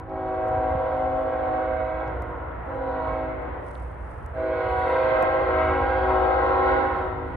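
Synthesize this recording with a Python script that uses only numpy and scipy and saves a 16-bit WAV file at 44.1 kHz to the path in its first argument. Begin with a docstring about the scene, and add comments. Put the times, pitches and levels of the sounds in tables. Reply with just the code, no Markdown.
"""A diesel locomotive rumbles far down the track beneath a roar and hiss, as an earlier horn blast dies away.
At once its five-bell air horn, a set of blown reeds, opens for the first of three blasts as it approaches.
Moving air fades each overtone; trees, sheds and one big wall return lower-pitched, Doppler-shifted echoes.
Near the microphones noise bursts of cloth rustle, and short pulses tick and bump, over the blasts.
During the third blast the sound repeats a few milliseconds; it closes with a very short fade."""
import sys
import numpy as np
from scipy import signal
from scipy.fft import rfft, irfft, next_fast_len
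from scipy.io import wavfile
from scipy.ndimage import uniform_filter1d, map_coordinates

SR = 44100
rng = np.random.default_rng(int(sys.argv[2]) if len(sys.argv) > 2 else 0)


def put_to_file(sound):
    """Save the sound as 16-bit audio at rate SR, in the file named by the first command-line argument."""
    columns = np.atleast_2d(sound).T  # one column per channel
    safe = np.clip(columns, -1, 1)
    whole_steps = np.round(safe * 32767)
    wavfile.write(sys.argv[1], SR, whole_steps.astype(np.int16))


def undo_db(level):
    """Turn decibels back into plain size, where 20 dB means ten times bigger."""
    steps = np.asarray(level, float) / 20
    return 10 ** steps


N = 324576
CLOCK = np.arange(N) / SR  # s

# bells of the horn: nominal pitch f/Hz, relative level/dB of partials 1 to 9
BELLS = [(267.6, -7.5, -5, -4, -2, -7.5, -12, -18, -24, -26),
         (318.27, -6.5, -1.5, -8.5, -12, -13, -21.5, -18, -28.5, -36),
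         (374.8, -7, -1, -12, -15.5, -30.5, -40, -34.5, -35.5, -35),
         (486.1, -0.5, -1.5, -6.5, -17.5, -32, -31.5, -35, -36, -43.5),
         (520.5, -0.5, -8, -14.5, -17.5, -34.5, -40.5, -42.5, -43, -52.5)]


def unit(x):
    """Normalization: scales a signal to rms 1."""
    return x / np.sqrt(np.mean(x ** 2) + 1e-20)


def along(points, hz):
    """Logarithmic frequency scale: interpolates (f/Hz, value) points along it."""
    f, v = np.transpose(points)
    return np.interp(np.log(hz + 1), np.log(f + 1), v)


def curves(rows):
    """Linear interpolation in time: one value per sample for each column after t/s."""
    s, *cols = np.transpose(rows)
    return [np.interp(CLOCK, s, c) for c in cols]


def wobble(rate):
    """Band-limited random fluctuation: a smooth curve through rate random knots a second."""
    knots = rng.standard_normal(int(N * rate / SR) + 4)
    grid = np.arange(0, N + 64, 64)
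    coarse = map_coordinates(knots, [grid * rate / SR])
    return np.interp(np.arange(N), grid, coarse)


def filtered(x, response):
    """Linear filtering: multiplies the spectrum of x by a response of frequency."""
    m = next_fast_len(N + SR // 2)
    return irfft(rfft(x, m) * response(np.fft.rfftfreq(m, 1 / SR)), m)[..., :N]


def sides(db):
    """Interaural level difference: left and right gains for a left-right difference in dB."""
    return undo_db(np.array([db / 2, -db / 2]))


def rush(spectrum, alike):
    """Partial coherence: stereo noise of rms 1 whose mid and side shares set the left-right likeness."""
    def shape(hz):
        turn = np.arccos(np.clip(along(alike, hz), -1, 1)) / 2
        return undo_db(along(spectrum, hz)) * [np.cos(turn), np.sin(turn)]

    mid, side = filtered(rng.standard_normal((2, N)), shape)
    return unit(np.array([mid + side, mid - side]))


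def engine():
    """Rotating-machine harmonics: two unsteady shaft orders in a lumpy low rumble."""
    # engine: t/s, level/dB of shaft order 4, of order 5, rumble level/dB before a 4.5 dB gain
    engine_rows = [(0, -56, -60, -43.5), (.12, -52, -52, -43.5), (.4, -50, -49.5, -45),
                   (.78, -49.5, -49, -43.5), (1.3, -46.5, -50, -45), (2.0, -37.5, -56.5, -43.5),
                   (2.4, -38.5, -55, -44), (2.9, -42, -58, -44), (3.5, -43, -47, -44), (3.7, -46, -50, -45),
                   (3.85, -38, -46, -43), (3.95, -47, -50, -45), (4.07, -39, -47, -44),
                   (4.17, -48, -50, -46), (4.24, -35, -43, -43), (4.3, -45, -43.5, -44.5),
                   (5.06, -43.5, -46, -43.5), (5.62, -43, -41.5, -42.5), (5.88, -32.5, -40.5, -42),
                   (6.66, -38.5, -38.5, -43.5), (7.0, -52, -42.5, -41.5), (7.36, -44, -47, -39.5)]
    # rumble spectrum: f/Hz, relative density level/dB per Hz
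    rumble_spectrum = [(12, -51.5), (20, -39), (27, -25), (40, -11), (60, -3.5), (111, -8), (130, -15),
                       (159, -15), (230, -30), (300, -53.5), (510, -120)]
    fourth_db, fifth_db, rumble_db = curves(engine_rows)
    shaft_hz = 15.3
    turns = np.cumsum(shaft_hz + 0.21 * wobble(7.6)) / SR
    tones = undo_db(fourth_db + 2.1 * wobble(7.4)) * np.sin(2 * np.pi * 4 * turns)
    tones += undo_db(fifth_db + 3 * wobble(6)) * np.sin(2 * np.pi * 5 * turns)
    rumble = rush(rumble_spectrum, [(40, 0.94), (200, 0.9)])  # likeness at f/Hz
    rumble = rumble * undo_db(rumble_db + 4.5 + 1.2 * wobble(7.1))
    return (np.sqrt(2) * tones + rumble) * sides(np.array([-2.1]))


def far_roar():
    """Diffuse sound field: broad distant noise of unsteady level, only partly alike at left and right."""
    # distant roar: f/Hz, relative density level/dB per Hz
    roar_spectrum = [(150, -31), (220, -10.5), (550, -5.5), (900, -6), (2000, -17.5), (2400, -27),
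                     (3500, -40), (5000, -62), (7000, -75)]
    # coherence of the roar: f/Hz, left-right likeness
    likeness = [(60, 0.63), (180, 0.98), (520, 0.12), (1530, 0.35), (4490, 0.24)]
    return undo_db(-43.5 + 3.7 * wobble(4.0)) * rush(roar_spectrum, likeness)


def hiss():
    """Self-noise: the steady noise floor of the microphones."""
    # microphone hiss: f/Hz, relative density level/dB per Hz
    hiss_spectrum = [(3000, -5.5), (6000, -5), (7500, -4), (10000, -1.5), (14300, 1), (15300, -13.5),
                     (16000, -33)]
    return undo_db(-89.0) * rush(hiss_spectrum, [(8000, .6)])


def valve():
    """Exponential onset and decay: strength/dB, time/s since last opening, time/s shut (0 while open)."""
    # valve: opening t/s, shutting t/s, rise time/s
    blast_rows = [(-2, -.3, .05), (.042, 2.04, 0.06), (2.629, 3.207, 0.11), (4.325, 6.85, 0.04)]
    slow_start = 1.44  # exponent: the reeds take a moment to catch
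    dying_db_per_s = 40.5
    linger_db, linger_db_per_s = -12, 17  # a weak ring hangs on along the track
    opens, shuts, rises = np.transpose(blast_rows)[:, :, None]
    after = np.maximum(CLOCK - shuts, 0)
    dying = np.maximum(undo_db(-dying_db_per_s * after), undo_db(linger_db - linger_db_per_s * after))
    rising = (1 - np.exp(-np.maximum(CLOCK - opens, 0) / rises)) ** slow_start
    strength_db = 20 * np.log10((rising * dying).max(0) + .001)
    last = np.maximum((CLOCK >= opens).sum(0) - 1, 0)  # blast opened most recently

    def pick(rows):
        return np.take_along_axis(rows, last[None], axis=0)[0]

    return strength_db, np.maximum(pick(CLOCK - opens), 0), pick(after)


def horn():
    """Additive synthesis of five reeds: harmonic partials twinkle by multipath in the moving air."""
    # swell of each bell through the air: t/s, level/dB of bells 1 to 5 with the valve open
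    bell_levels = [(0, -38, -38, -38, -38, -38), (.12, -34.5, -33, -37, -47, -41),
                   (.32, -40.5, -31.5, -30.5, -38, -41), (.56, -35.5, -30.5, -29, -37, -33),
                   (.96, -34.5, -31.5, -28.5, -40, -30.5), (1.28, -34, -32, -32, -43.5, -31.5),
                   (1.6, -36.5, -32, -27, -41.5, -35.5), (1.8, -49, -30.5, -34.5, -40, -31.5),
                   (2.05, -38, -32.5, -37, -41.5, -36.5), (2.3, -39.5, -31.5, -42, -39.5, -44.5),
                   (2.5, -33.5, -35, -35, -41.5, -35), (2.72, -31.5, -33, -44, -36, -31),
                   (2.88, -36.5, -41.5, -33, -36.5, -30.5), (3.04, -39.5, -30.5, -34.5, -38, -42.5),
                   (3.2, -39, -31, -36, -45, -35), (3.4, -39.5, -33, -45.5, -39, -30.5),
                   (3.6, -44, -38, -34, -40, -29), (3.85, -35, -40.5, -34, -31, -33.5),
                   (4.05, -40, -37.5, -34, -39, -32), (4.25, -41.5, -42, -32.5, -36.5, -35),
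                   (4.38, -35, -27.5, -41, -37, -31.5), (4.48, -34, -26, -39.5, -32, -30),
                   (4.8, -39.5, -37.5, -24.5, -33.5, -37), (4.96, -32.5, -30, -38, -32, -24),
                   (5.2, -29, -24.5, -28, -41, -25), (5.44, -29, -31.5, -37, -36, -30.5),
                   (5.6, -34, -23.5, -30.5, -37, -26.5), (5.76, -27.5, -40.5, -34, -30.5, -42.5),
                   (5.92, -29, -35, -32, -33.5, -27), (6.12, -29, -26.5, -27, -37.5, -35),
                   (6.4, -27.5, -32.5, -30, -29, -28), (6.56, -26, -36, -28, -31, -38.5),
                   (6.72, -27.5, -30, -35, -30, -30), (6.9, -31, -39, -36.5, -37.5, -39.5),
                   (7.03, -28.5, -26.5, -33.5, -30, -33.5), (7.15, -30.5, -29, -35, -34.5, -35),
                   (7.36, -28.5, -27.5, -33, -27.5, -24)]
    # colour of the chord: t/s, level/dB of partials near 1 kHz, level/dB of those above 1.4 kHz,
    # fundamental level/dB of bells 1 to 3 with the valve open
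    colour_rows = [(0, 2, 4, -42, -42, -42), (.1, -4, -6.5, -40.5, -37, -35),
                   (.4, -4.5, -5.5, -47.5, -42, -37), (.8, -5, -5, -41.5, -44.5, -46.5),
                   (1.2, -7.5, -6, -41, -45, -48), (1.64, -3.5, -1.5, -44, -41, -44),
                   (1.9, -2.5, -0.5, -50, -43.5, -53), (2.15, -2, -2.5, -46.5, -41.5, -42.5),
                   (2.45, 6, -1, -40, -39, -47.5), (2.8, -6, -4.5, -38.5, -42.5, -44),
                   (3.09, 3.5, 1, -42.5, -46.5, -50), (3.25, -8.5, -1.5, -37.5, -43, -45.5),
                   (3.5, 3.5, -4, -43.5, -42.5, -37), (3.9, -1.5, -0.5, -42, -42.5, -44.5),
                   (4.25, -8, -8.5, -46.5, -48, -45.5), (4.45, -12.5, -5.5, -51, -37.5, -34.5),
                   (4.62, -1, 0.5, -51, -41.5, -40), (4.86, 0, 2.5, -47, -43.5, -42.5),
                   (5.15, -2.5, 0.5, -47.5, -40.5, -38.5), (5.45, -0.5, 0, -49.5, -42, -34),
                   (5.78, 2.5, 1, -39.5, -41.5, -36), (5.96, -3, -1.5, -49.5, -39, -35.5),
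                   (6.1, 4.5, -0.5, -43.5, -48, -31.5), (6.35, -3, -3, -46.5, -42, -34.5),
                   (6.6, 1.5, 1.5, -42, -43, -31), (6.8, -1, 2, -38.5, -40.5, -36),
                   (7.05, 0.5, -7, -44.5, -38.5, -28), (7.36, -5, 4.5, -33.5, -34, -37)]
    # treble tilt before dulling: t/s, slope above 1.2 kHz/(dB per kHz)
    treble_rows = [(0, 1), (.4, 0.5), (1.2, 0.3), (2.1, -0.8), (2.7, 0.5), (2.85, 1), (3.15, 0), (3.35, 0),
                   (3.6, 1), (4.3, 3), (4.45, 1), (4.8, 1.4), (5.4, 0.5), (6, 1.5), (6.6, 1.3), (6.85, 1.5),
                   (7.08, 4), (7.16, 2.5), (7.36, 2.5)]
    # arrival: t/s, half the phase by which the left port leads/(rad per Hz)
    lead_rows = [(0, .0001), (4.9, .0001), (5.5, .0003), (7.36, .00033)]
    # level offset/dB of the upper partials of each bell
    bell_bright_db = (-1.8, -2.2, -1.6, -0.74, -1.9)

    air_db, blown_s, shut_s = valve()
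    # reeds start sharp, settle, then sag; the pitch also drops as the train closes in more slowly
    sharp_percent, settle_s, rest_percent = 1.6, .14, 0.15
    sag_percent_per_s, slowing_percent_per_s = 0.0705, 0.0197
    sharp = sharp_percent * np.exp(-blown_s / settle_s) + rest_percent
    sharp = sharp - sag_percent_per_s * blown_s - slowing_percent_per_s * CLOCK
    sharp = uniform_filter1d(sharp, size=2000)

    fading = uniform_filter1d(np.minimum(shut_s / 0.22, 1), size=2000)  # 0 blown, 1 well after shutting
    linger_swing_db = 3  # the ring after each blast is uneven
    levels = air_db + np.array([db + linger_swing_db * fading * wobble(7.6) for db in curves(bell_levels)])
    middle_db, upper_db, *roots = curves(colour_rows)
    brights = [upper_db + db + 1.05 * wobble(2.95) for db in bell_bright_db]

    # each blast opens dull and brightens, then dulls after the valve shuts
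    dulling_db_per_khz_s, dull_start_db_per_khz, brighten_s = 4.5, 1.5, .05
    treble = curves(treble_rows)[0]
    treble = treble - dulling_db_per_khz_s * uniform_filter1d(np.minimum(shut_s, .5), size=2000)
    treble -= uniform_filter1d(dull_start_db_per_khz * np.exp(-blown_s / brighten_s), size=2000)
    lead, = curves(lead_rows)
    together = np.mean(levels, axis=0) + np.mean(brights, axis=0)

    cliff_hz, cliff_db_per_khz = 4480, 13  # little passes above this
    absorbed_db_per_khz = 9  # air absorbs the partials beyond the listed ones
    root_dying, root_swing_db = 0.67, 2  # the lowest tones die at this share of the rate
    out = np.zeros((2, N))
    for bell, ((hz, *tones), level, bright) in enumerate(zip(BELLS, levels, brights)):
        cycles = np.cumsum(hz * (1 + sharp / 100 + 0.00059 * wobble(9))) / SR
        for k in range(1, int(5900 / hz) + 1):
            last, khz = min(k, len(tones)), k * hz / 1000
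            db = tones[last - 1] - absorbed_db_per_khz * (k - last) * hz / 1000
            db -= cliff_db_per_khz * max(k * hz - cliff_hz, 0) / 1000

            is_upper = np.clip((khz - .8) / 0.25, 0, 1)
            is_middle = np.clip(min(khz - .8, 1.45 - khz) / 0.15, 0, 1)
            own = level + bright * is_upper + (middle_db - upper_db) * is_middle
            shared = np.clip(0.54 * (khz - 1.6), 0, .85)  # the top of all bells fades mostly as one
            db = db + (1 - shared) * own + shared * together + treble * max(khz - 1.2, 0)
            if k == 1 and bell < len(roots):
                db = air_db * (1 - (1 - root_dying) * fading) + roots[bell] + root_swing_db * wobble(6)

            depth_db = 2.1 * min(khz, 1.1)  # high tones twinkle more
            db = db + depth_db * wobble(5.5) - depth_db ** 2 * np.log(10) / 20  # swing, less its mean gain
            mix = np.clip(0.47 * (khz - .45), .14, .95)  # eddies split high tones into many paths
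            scattered = (wobble(36 * khz) + 1j * wobble(36 * khz)) / np.sqrt(2)
            paths = np.cos(mix) + np.sin(mix) * scattered
            phase = 2 * np.pi * (k * cycles + rng.random()) + np.angle(paths)
            # the arrival angle shifts a little
            turn = 0.34 * khz ** 0.63 * wobble(2.485) + lead * min(k * hz, 1400)
            gains = np.sqrt(2) * undo_db(db) * np.abs(paths) * sides(1.8 * wobble(0.97))
            out += gains * np.sin(phase + np.array([turn, -turn]))
    return out


def mixing(x):
    """Quadratic nonlinearity: loud bells mix in the squeezed air into sum and difference tones."""
    # colour of the mixing tones: f/Hz, relative level/dB
    mixing_colour = [(200, -59.5), (450, -26), (600, -16.5), (900, -19.5), (1200, -21), (2000, -23.5),
                     (3000, -37.5), (4500, -44.5), (5500, -72)]
    strength = np.sqrt(np.abs(uniform_filter1d(x.mean(0) ** 2, size=6000)) + 1e-9)
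    squared = x ** 2 / strength  # kept in step with the strength of the chord
    growth_db_per_s = 0.35
    return filtered(squared * undo_db(growth_db_per_s * CLOCK), lambda hz: undo_db(along(mixing_colour, hz)))


def wall():
    """Doppler effect of a receding source: one big wall behind returns the chord late, stretched, lowered."""
    # colour of the wall's answer: f/Hz, relative level/dB
    wall_colour = [(200, -22.5), (450, -13.5), (700, -10.5), (1000, -5), (1400, -0.5), (1800, -3.5),
                   (2600, -8.5)]
    # each bell as the wall returns it: relative level/dB
    wall_bell_db = (-44.5, -43, -43.5, -42.5, -41.5)
    # level of the answer: t/s, relative level/dB
    wall_levels = [(1, -0.5), (1.7, 0), (2.4, 1), (3.2, -0.5), (4.2, -7), (5.8, 0), (6.5, 3.5),
                   (7.36, -0.5)]
    delay_s, ratio = 1.0, .899  # a tenth lower in frequency
    sent_s = ratio * (CLOCK - delay_s)
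    chord = np.zeros(N)
    for (hz, *tones), bell_db in zip(BELLS, wall_bell_db):
        for k, db in enumerate(tones[:int(2400 / hz)], start=1):
            tone = np.sin(2 * np.pi * (k * hz * sent_s + rng.random()))
            chord += undo_db(bell_db + db + 2.5 * wobble(4)) * tone
    chord *= undo_db(np.interp(sent_s, CLOCK, valve()[0]) + curves(wall_levels)[0])
    return filtered(chord, lambda hz: undo_db(along(wall_colour, hz))) * np.ones((2, 1))


def echoes(x):
    """Scattering with Doppler shift: objects the train nears more slowly, or leaves, echo flat and late."""
    # colour of the echoes against the direct sound: f/Hz, relative level/dB
    scatter_colour = [(200, -4.5), (300, -1), (600, -1), (1200, 3.5), (2000, 7.5), (3000, 7), (4500, 2.5),
                      (5500, 5.5), (7000, -23)]
    # share of the echoes: t/s, relative level/dB
    echo_share = [(0, -11), (1, -6), (2.2, -3.5), (2.6, -2.5), (3.1, -4.5), (3.7, -2.5), (4, -4.5),
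                  (4.3, -9), (4.6, -5), (5, -2.5), (5.8, -2.5), (6.5, -1.5), (7.36, -5.5)]
    t60_s, speed_m_s, life_s, count = 2.6, 16, .45, 330
    out, m = np.zeros((2, N + SR * 2)), round(life_s * SR)
    t = np.arange(m) / SR
    distances = (np.arange(count) * (np.sqrt(5) - 1) / 2 + rng.random()) % 1  # near and far, evenly mixed
    starts = np.linspace(-life_s, N / SR, count)
    for start, far, bearing, a, b in zip(starts, distances, *rng.random((3, count))):
        delay = .08 + 1.3 * far ** 1.3
        flat = speed_m_s / 343 * (1 - np.cos(np.pi * bearing ** 1.3))  # relative pitch drop
        piece = np.interp(start + t - delay - flat * t, CLOCK, x, left=0, right=0)
        piece = piece * np.hanning(m) * undo_db(-60 * delay / t60_s)
        angle = np.pi / 4 + 0.81 * np.pi * (a - .5)  # stereo direction
        gains = [np.cos(angle), np.sin(angle)]
        out[:, round((start + 1) * SR):][:, :m] += np.outer(gains, piece) * np.sign(b - .5)
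    scattered = filtered(out[:, SR:SR + N + SR // 4], lambda hz: undo_db(along(scatter_colour, hz)))
    return undo_db(curves(echo_share)[0]) * scattered


def thinned(x):
    """Band-stop filtering: narrow bands of the chord are thinned."""
    # dips: centre f/Hz, half width/Hz, level/dB
    dip_rows = [(1200, 45, -3), (1760, 70, -5), (2330, 60, -4), (2780, 50, -6)]
    return filtered(x, lambda f: undo_db(sum(db * np.exp(-((f - hz) / width) ** 2) for hz, width, db in dip_rows)))


def cloth():
    """Friction noise: random crackle of cloth close to the ports, swelling with each rub."""
    # cloth at the left and at the right port: f/Hz, relative density level/dB per Hz
    left_spectrum = [(2500, -33.5), (4000, -6.5), (6000, -5.5), (8000, -13.5), (9500, -23), (13000, -43.5)]
    right_spectrum = [(2500, -32), (4000, -6.5), (7500, -9), (8200, 1), (9700, 2), (11500, -9.5),
                      (13000, -27.5)]
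    # rubs: middle t/s, half length/s (to 1/e), level/dB before a 4.5 dB gain
    rub_rows = [(1.116, 0.4, -86.5), (2.303, 0.14, -90.5), (2.721, 0.1, -87), (3.723, 0.11, -73),
                (4.078, 0.22, -77.5), (4.399, .1, -87), (4.838, .12, -73.5), (5.045, 0.075, -83.5),
                (5.423, .15, -91.5), (7.014, 0.086, -85.5), (7.35, 0.13, -83.5)]
    crackle = rng.standard_normal((2, N)) * undo_db(3.5 * wobble(170) + .7 * wobble(14))
    rustle = filtered(crackle, lambda hz: undo_db([along(left_spectrum, hz), along(right_spectrum, hz)]))
    rubbing = undo_db(-95)  # faint floor between rubs, before the same gain
    for s, half, db in rub_rows:
        rubbing = rubbing + undo_db(db) * np.exp(-((CLOCK - s) / half) ** 2)
    return unit(rustle) * rubbing * undo_db(4.5)


def ticks():
    """Time-bandwidth reciprocity: tiny ticks are very short, hence broad-band, Gaussian tone pulses."""
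    # ticks: t/s (the peak is 0.8 ms later), peak level/dB, centre f/Hz, left-right level/dB,
    # half length/ms (to 1/e)
    tick_rows = [(.3481, -63, 5800, 3, .3), (0.484, -46, 8880, -12, 0.053), (1.1782, -57, 9050, -5, 0.11),
                 (2.0777, -54, 5170, 11, .2), (2.2218, -36, 9000, -7, 0.028), (2.2394, -66, 13100, 0, .4),
                 (3.1338, -59, 9000, -12, 0.11), (3.4246, -57, 9300, -11, .1), (3.7534, -42, 3430, 7, 0.27),
                 (4.2617, -43, 8500, -9, 0.07), (4.793, -49, 9100, -10, .1),
                 (5.2255, -27.5, 8050, -3.5, 0.029), (5.3645, -57, 9430, -12, .1)]
    out = np.zeros((2, N))
    for s, db, hz, pan, ms in tick_rows:
        t = CLOCK - s - .0008
        pulse = np.exp(-(1000 * t / ms) ** 2) * np.cos(2 * np.pi * hz * t)
        out += undo_db(db) * sides(pan)[:, None] * pulse
    return out


def bumps():
    """Impulse excitation: soft bumps on the housing are low Gaussian tone pulses, alike on both sides."""
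    # bumps: t/s, peak level/dB, f/Hz, half length/ms (to 1/e)
    bump_rows = [(.515, -31.5, 90, 7.3), (.55, -29.5, 89.4, 6.3), (.583, -26.5, 98.4, 14),
                 (.722, -26.5, 74.5, 12), (0.754, -22.5, 125, 2.9), (0.774, -27, 80, 12)]
    out = np.zeros((2, N))
    for s, db, hz, ms in bump_rows:
        t = CLOCK - s
        out -= undo_db(db) * np.exp(-(t * 1000 / ms) ** 2) * np.cos(2 * np.pi * hz * t)
    return out


def scene():
    """Superposition: horn with its echoes, engine, roar and the sounds close by add linearly."""
    # horn and echoes: t/s, left-right level/dB
    pan_rows = [(0, 0), (1.5, -0.8), (2.6, -0.5), (3.2, -0.5), (3.5, 2), (4.3, -2.5), (5.4, 0.5),
                (6.74, -0.5), (7.09, 2), (7.36, -1.5)]
    direct = horn()
    direct = direct + mixing(direct)
    around = echoes(direct.mean(0)) + wall()
    chord = thinned(direct + around) * sides(curves(pan_rows)[0])
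    return chord + engine() + far_roar() + cloth() + ticks() + bumps()


def stumble(x):
    """Phase discontinuity: once the sound repeats a few milliseconds, so the tones jump in phase."""
    after = np.clip((CLOCK - 5.2326) / .001, 0, 1)  # 1 ms crossfade
    late = np.pad(x, ((0, 0), (250, 0)))[:, :N]  # delayed by 250 samples
    return x * (1 - after) + late * after


def band_limit(x):
    """A steep low-pass at the top of the band."""
    return signal.sosfilt(signal.butter(12, 15500, fs=SR, output="sos"), x)


def record(dry):
    """Additive noise floor: hiss joins the scene, the sound stumbles once, and a 6 ms fade ends it."""
    ending = np.clip((N / SR - CLOCK) / .006, 0, 1)
    mix = stumble(dry + hiss()) * ending
    return band_limit(mix)


dry = scene()
out = record(dry)
put_to_file(out)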